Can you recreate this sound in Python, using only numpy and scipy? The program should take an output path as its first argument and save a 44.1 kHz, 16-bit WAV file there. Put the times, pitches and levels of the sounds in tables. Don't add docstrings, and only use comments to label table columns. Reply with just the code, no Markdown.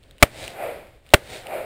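import sys
import numpy as np
from scipy import signal
from scipy.fft import rfft, irfft
from scipy.io import wavfile

SR = 44100
rng = np.random.default_rng(int(sys.argv[2]) if len(sys.argv) > 2 else 0)


def generate_wav(sig):
    pcm = np.round(np.clip(np.atleast_2d(sig).T, -1, 1) * 32767).astype(np.int16)
    wavfile.write(sys.argv[1], SR, pcm)


N = 72765

# start_s, blast_db, slope_echo_db
SHOTS = [(.2258, 0, .3), (1.1368, 0, -1.4)]
# delay_s, half_width_s, pressure_full_scales
SUCTION = (.0068, .0021, -1.1)
REBOUND = (.0115, .005, .16)
GROUND_SLAP = (.0118, .00046, 1.1)
# pitch_hz, level_db, t60_s
HOUSING_MODES = [(600, 10.5, .021), (2160, -1, .024), (285, -2, .026)]
# freq_hz, gain_db
MIC_RESPONSE = [(30, -1), (100, -.5), (600, 0), (2200, 0), (4000, .5), (5200, 0), (6000, -6), (6800, 0),
                (8000, 2), (9800, 4.5), (11000, -4), (12000, -8), (13000, -3), (14400, 9), (16000, -7)]

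# freq_hz, relative_density_db
GAS_SPECTRUM = [(60, -27), (150, -24), (280, -3), (620, -3), (1000, -11), (1300, 1), (1700, -7),
                (2200, -2.5), (3400, -7.5), (6000, -23), (9000, -21), (15000, -29)]
FIZZ_SPECTRUM = [(300, -20), (1500, -3), (3300, 0), (6000, -14), (9000, -5), (15000, -8)]
GRASS_SPECTRUM = [(35, -14), (115, -4), (206, -8), (540, 2), (762, -5), (1000, -12), (1400, -8), (2100, -7),
                  (3500, -19), (6000, -27), (9500, -22), (12000, -32), (14200, -24), (16000, -36)]
SLOPE_SPECTRUM = [(50, -12), (120, -1), (200, -8), (334, -5), (520, 1), (700, 1), (1090, -15), (2150, -6),
                  (3150, -10), (3820, -8), (5950, -20), (8360, -15), (10000, -20), (12000, -33),
                  (14500, -22), (15800, -32)]
HILLS_SPECTRUM = [(60, -26), (205, -23), (356, -10), (470, -5), (580, -3), (720, -5), (900, -11),
                  (1090, -18), (1300, -14), (1700, -18), (2300, -12.5), (3200, -28), (4720, -36),
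                  (6000, -48), (7300, -37), (9700, -29), (11000, -34), (12500, -30), (14500, -32),
                  (15800, -45)]
ROLL_SPECTRUM = [(25, -12), (60, -4), (120, -1), (250, -6), (560, -2), (900, -12), (2200, -12), (3800, -17),
                 (5000, -23), (6000, -35), (7500, -27), (9000, -27), (15000, -34)]
# delay_s, crest_db, rise_db_per_s, fall_db_per_s, rounding_s
SLOPE_ENVELOPE = (.211, -35.5, 145, 165, .025)
HILLS_ENVELOPE = (.414, -32, 170, 105, .035)
HOLLOW_ENVELOPE = (.421, -29.5, 260, 135, .03)
ROLL_ENVELOPE = (.51, -46, 26, 105, .03)

# centre_s, level_db, pitch_hz, half_width_s
TICKS = [(.0313, -46, 3500, .0003), (.0372, -45, 3700, .0003), (.1108, -37.5, 3700, .0005),
         (.1828, -39, 2900, .0003), (.189, -48, 2900, .0014), (.4799, -22, 2850, .0007),
         (.8702, -46, 2400, .0007), (1.065, -45, 2700, .0004), (1.0702, -48, 2600, .0004),
         (1.0916, -39.5, 2860, .0008), (1.1046, -39, 3700, .0006), (1.4699, -27, 2750, .0008)]
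# pitch_hz, relative_db
TICK_MODES = [(2100, -11), (9000, -11), (14800, -15)]
# centre_s, level_db, half_width_s
RUSTLES = [(.216, -45, .013), (1.075, -59, .03), (1.123, -50, .013)]
# freq_hz, relative_density_db
SCRAPE_SPECTRUM = [(300, -12), (1000, -8), (2500, 0), (4000, 0), (6000, -13), (8500, -4), (12000, -20),
                   (15000, -14)]
CLOTH_SPECTRUM = [(100, -6), (550, 2), (1000, -5), (2500, -5), (4000, -8), (6000, -18), (8800, -12),
                  (12000, -22), (15000, -18)]
WIND_SPECTRUM = [(15, -4), (60, 2), (110, -3), (200, -15), (350, -14), (560, -13), (1000, -27), (2200, -24),
                 (4000, -28), (6000, -40), (8500, -34), (12000, -45), (15000, -42)]
PUFF_SPECTRUM = [(15, -8), (45, 0), (90, -5), (300, -40), (2000, -80)]


def blast(start_s, onset_s=.0003):
    t = since(start_s)
    pulses = (SUCTION, REBOUND, GROUND_SLAP)
    wave = sum(pressure * bell(t - delay_s, half_s) for delay_s, half_s, pressure in pulses)
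    return np.clip(t / onset_s, 0, 1) * (wave + muzzle_gas(t) + housing(t) + mic_fizz(t))


def muzzle_gas(t, drive_db=6, rise_s=.0007, hold_until_s=.0064, fall_s=.0016):
    envelope = np.clip(t / rise_s, 0, 1) * np.exp(-np.maximum(t - hold_until_s, 0) / fall_s)
    return amp(drive_db) * noise(GAS_SPECTRUM) * envelope


def housing(t, slap_db=-10):
    main_hz, _, main_t60_s = HOUSING_MODES[0]
    slap_ring = ring(t - GROUND_SLAP[0], main_hz, slap_db, main_t60_s)
    return sum(ring(t, *mode) for mode in HOUSING_MODES) + slap_ring


def mic_fizz(t, drive_db=-8.5):
    return amp(drive_db) * noise(FIZZ_SPECTRUM) * decay(t, t60_s=.04)


def mic_overload(pressure, fft_size=2048):
    log_gain = np.log(gain_at(MIC_RESPONSE, abs(np.fft.fftfreq(fft_size, 1 / SR))))
    taps = np.fft.ifft(np.exp(np.conj(signal.hilbert(log_gain)))).real
    return signal.fftconvolve(np.tanh(pressure), taps[:fft_size // 2])[:N]


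def grass_scatter(start_s, early_db=-19.5, late_db=-41.5):
    t = since(start_s)
    envelope = amp(early_db) * decay(t, t60_s=.102) + amp(late_db) * decay(t, t60_s=.7)
    return noise(GRASS_SPECTRUM) * envelope


def slope_echo(start_s):
    return noise(SLOPE_SPECTRUM, grains_per_s=2500, grain_share=.55) * swell(start_s, *SLOPE_ENVELOPE)


def hills_echo(start_s):
    roar = noise(HILLS_SPECTRUM) * swell(start_s, *HILLS_ENVELOPE) + hollow_resonance(start_s)
    roll = noise(ROLL_SPECTRUM) * swell(start_s, *ROLL_ENVELOPE)
    return roar + roll


def hollow_resonance(start_s, from_hz=720, to_hz=565, glide_s=.028, half_width_hz=190):
    progress = .5 + .5 * np.tanh(since(start_s + HOLLOW_ENVELOPE[0]) / glide_s)
    centre_hz = from_hz + (to_hz - from_hz) * progress
    band = np.exp(-2 * (np.fft.fftfreq(N, 1 / SR) / half_width_hz) ** 2)
    baseband = np.fft.ifft(band * np.exp(2j * np.pi * rng.random(N)))
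    carrier = np.exp(2j * np.pi * np.cumsum(centre_hz) / SR)
    return unit_rms((baseband * carrier).real) * swell(start_s, *HOLLOW_ENVELOPE)


def recoil_hum(start_s):
    return ring(since(start_s), pitch_hz=118, level_db=-47, t60_s=1.1)


def gear_tick(centre_s, level_db, pitch_hz, half_s, scrape_relative_db=-8):
    t = since(centre_s)
    rings = sum(amp(db) * np.sin(2 * np.pi * hz * t) for hz, db in [(pitch_hz, 0), *TICK_MODES])
    scrape = amp(scrape_relative_db) * noise(SCRAPE_SPECTRUM) * decay(t + half_s, t60_s=.013)
    return amp(level_db) * (rings * bell(t, half_s) + scrape)


def sleeve():
    envelope = sum(amp(db) * bell(since(centre_s), half_s) for centre_s, db, half_s in RUSTLES)
    return noise(CLOTH_SPECTRUM) * envelope


def wind(level_db=-53.5, gust_rms_db=1.5, puff_s=.465, puff_db=-42):
    t = since(0)
    rates_hz = np.geomspace(2, 20, 20)
    gusts = unit_rms(sum(np.sin(2 * np.pi * (hz * t + rng.random())) / np.sqrt(hz) for hz in rates_hz))
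    puff = amp(puff_db) * bell(t - puff_s, half_s=.035) * noise(PUFF_SPECTRUM)
    return amp(level_db + gust_rms_db * gusts) * noise(WIND_SPECTRUM) + puff


def swell(start_s, delay_s, crest_db, rise_db_per_s, fall_db_per_s, rounding_s):
    t = since(start_s + delay_s)
    from_crest_s = np.hypot(t, rounding_s) - rounding_s
    drop_db = from_crest_s * np.where(t < 0, rise_db_per_s, fall_db_per_s)
    return (since(start_s) > 0) * amp(crest_db - drop_db)


def noise(spectrum, grains_per_s=1, grain_share=0):
    smooth, sizes = rng.standard_normal((2, N))
    grains = unit_rms(sizes * (rng.random(N) < grains_per_s / SR))
    white = np.sqrt(1 - grain_share) * smooth + np.sqrt(grain_share) * grains
    return unit_rms(irfft(rfft(white) * gain_at(spectrum, np.fft.rfftfreq(N, 1 / SR)), N))


def gain_at(spectrum, freq_hz):
    points_hz, points_db = np.transpose(spectrum)
    return amp(np.interp(np.log(freq_hz + 1), np.log(points_hz + 1), points_db))


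def ring(t, pitch_hz, level_db, t60_s):
    return amp(level_db) * decay(t, t60_s) * np.cos(2 * np.pi * pitch_hz * t)


def decay(t, t60_s):
    return (t >= 0) * np.exp(-np.log(1000) * np.maximum(t, 0) / t60_s)


def bell(t, half_s):
    return np.exp(-(t / half_s) ** 2)


def since(start_s):
    return np.arange(N) / SR - start_s


def unit_rms(x):
    return x / np.sqrt(np.mean(x ** 2) + 1e-20)


def amp(db):
    return 10 ** (np.asarray(db) / 20)


def scene():
    mix = wind() + sleeve() + sum(gear_tick(*tick) for tick in TICKS)
    for start_s, blast_db, slope_echo_db in SHOTS:
        mix += mic_overload(amp(blast_db) * blast(start_s)) + recoil_hum(start_s)
        mix += grass_scatter(start_s) + amp(slope_echo_db) * slope_echo(start_s) + hills_echo(start_s)
    return mix[None]


def record(dry):
    cutoff_hz = 15900
    lowpass = signal.firwin(255, cutoff_hz, window=("kaiser", 7), fs=SR)
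    return signal.oaconvolve(np.clip(dry, -1, 1), lowpass[None], "same")


dry = scene()
out = record(dry)
generate_wav(out)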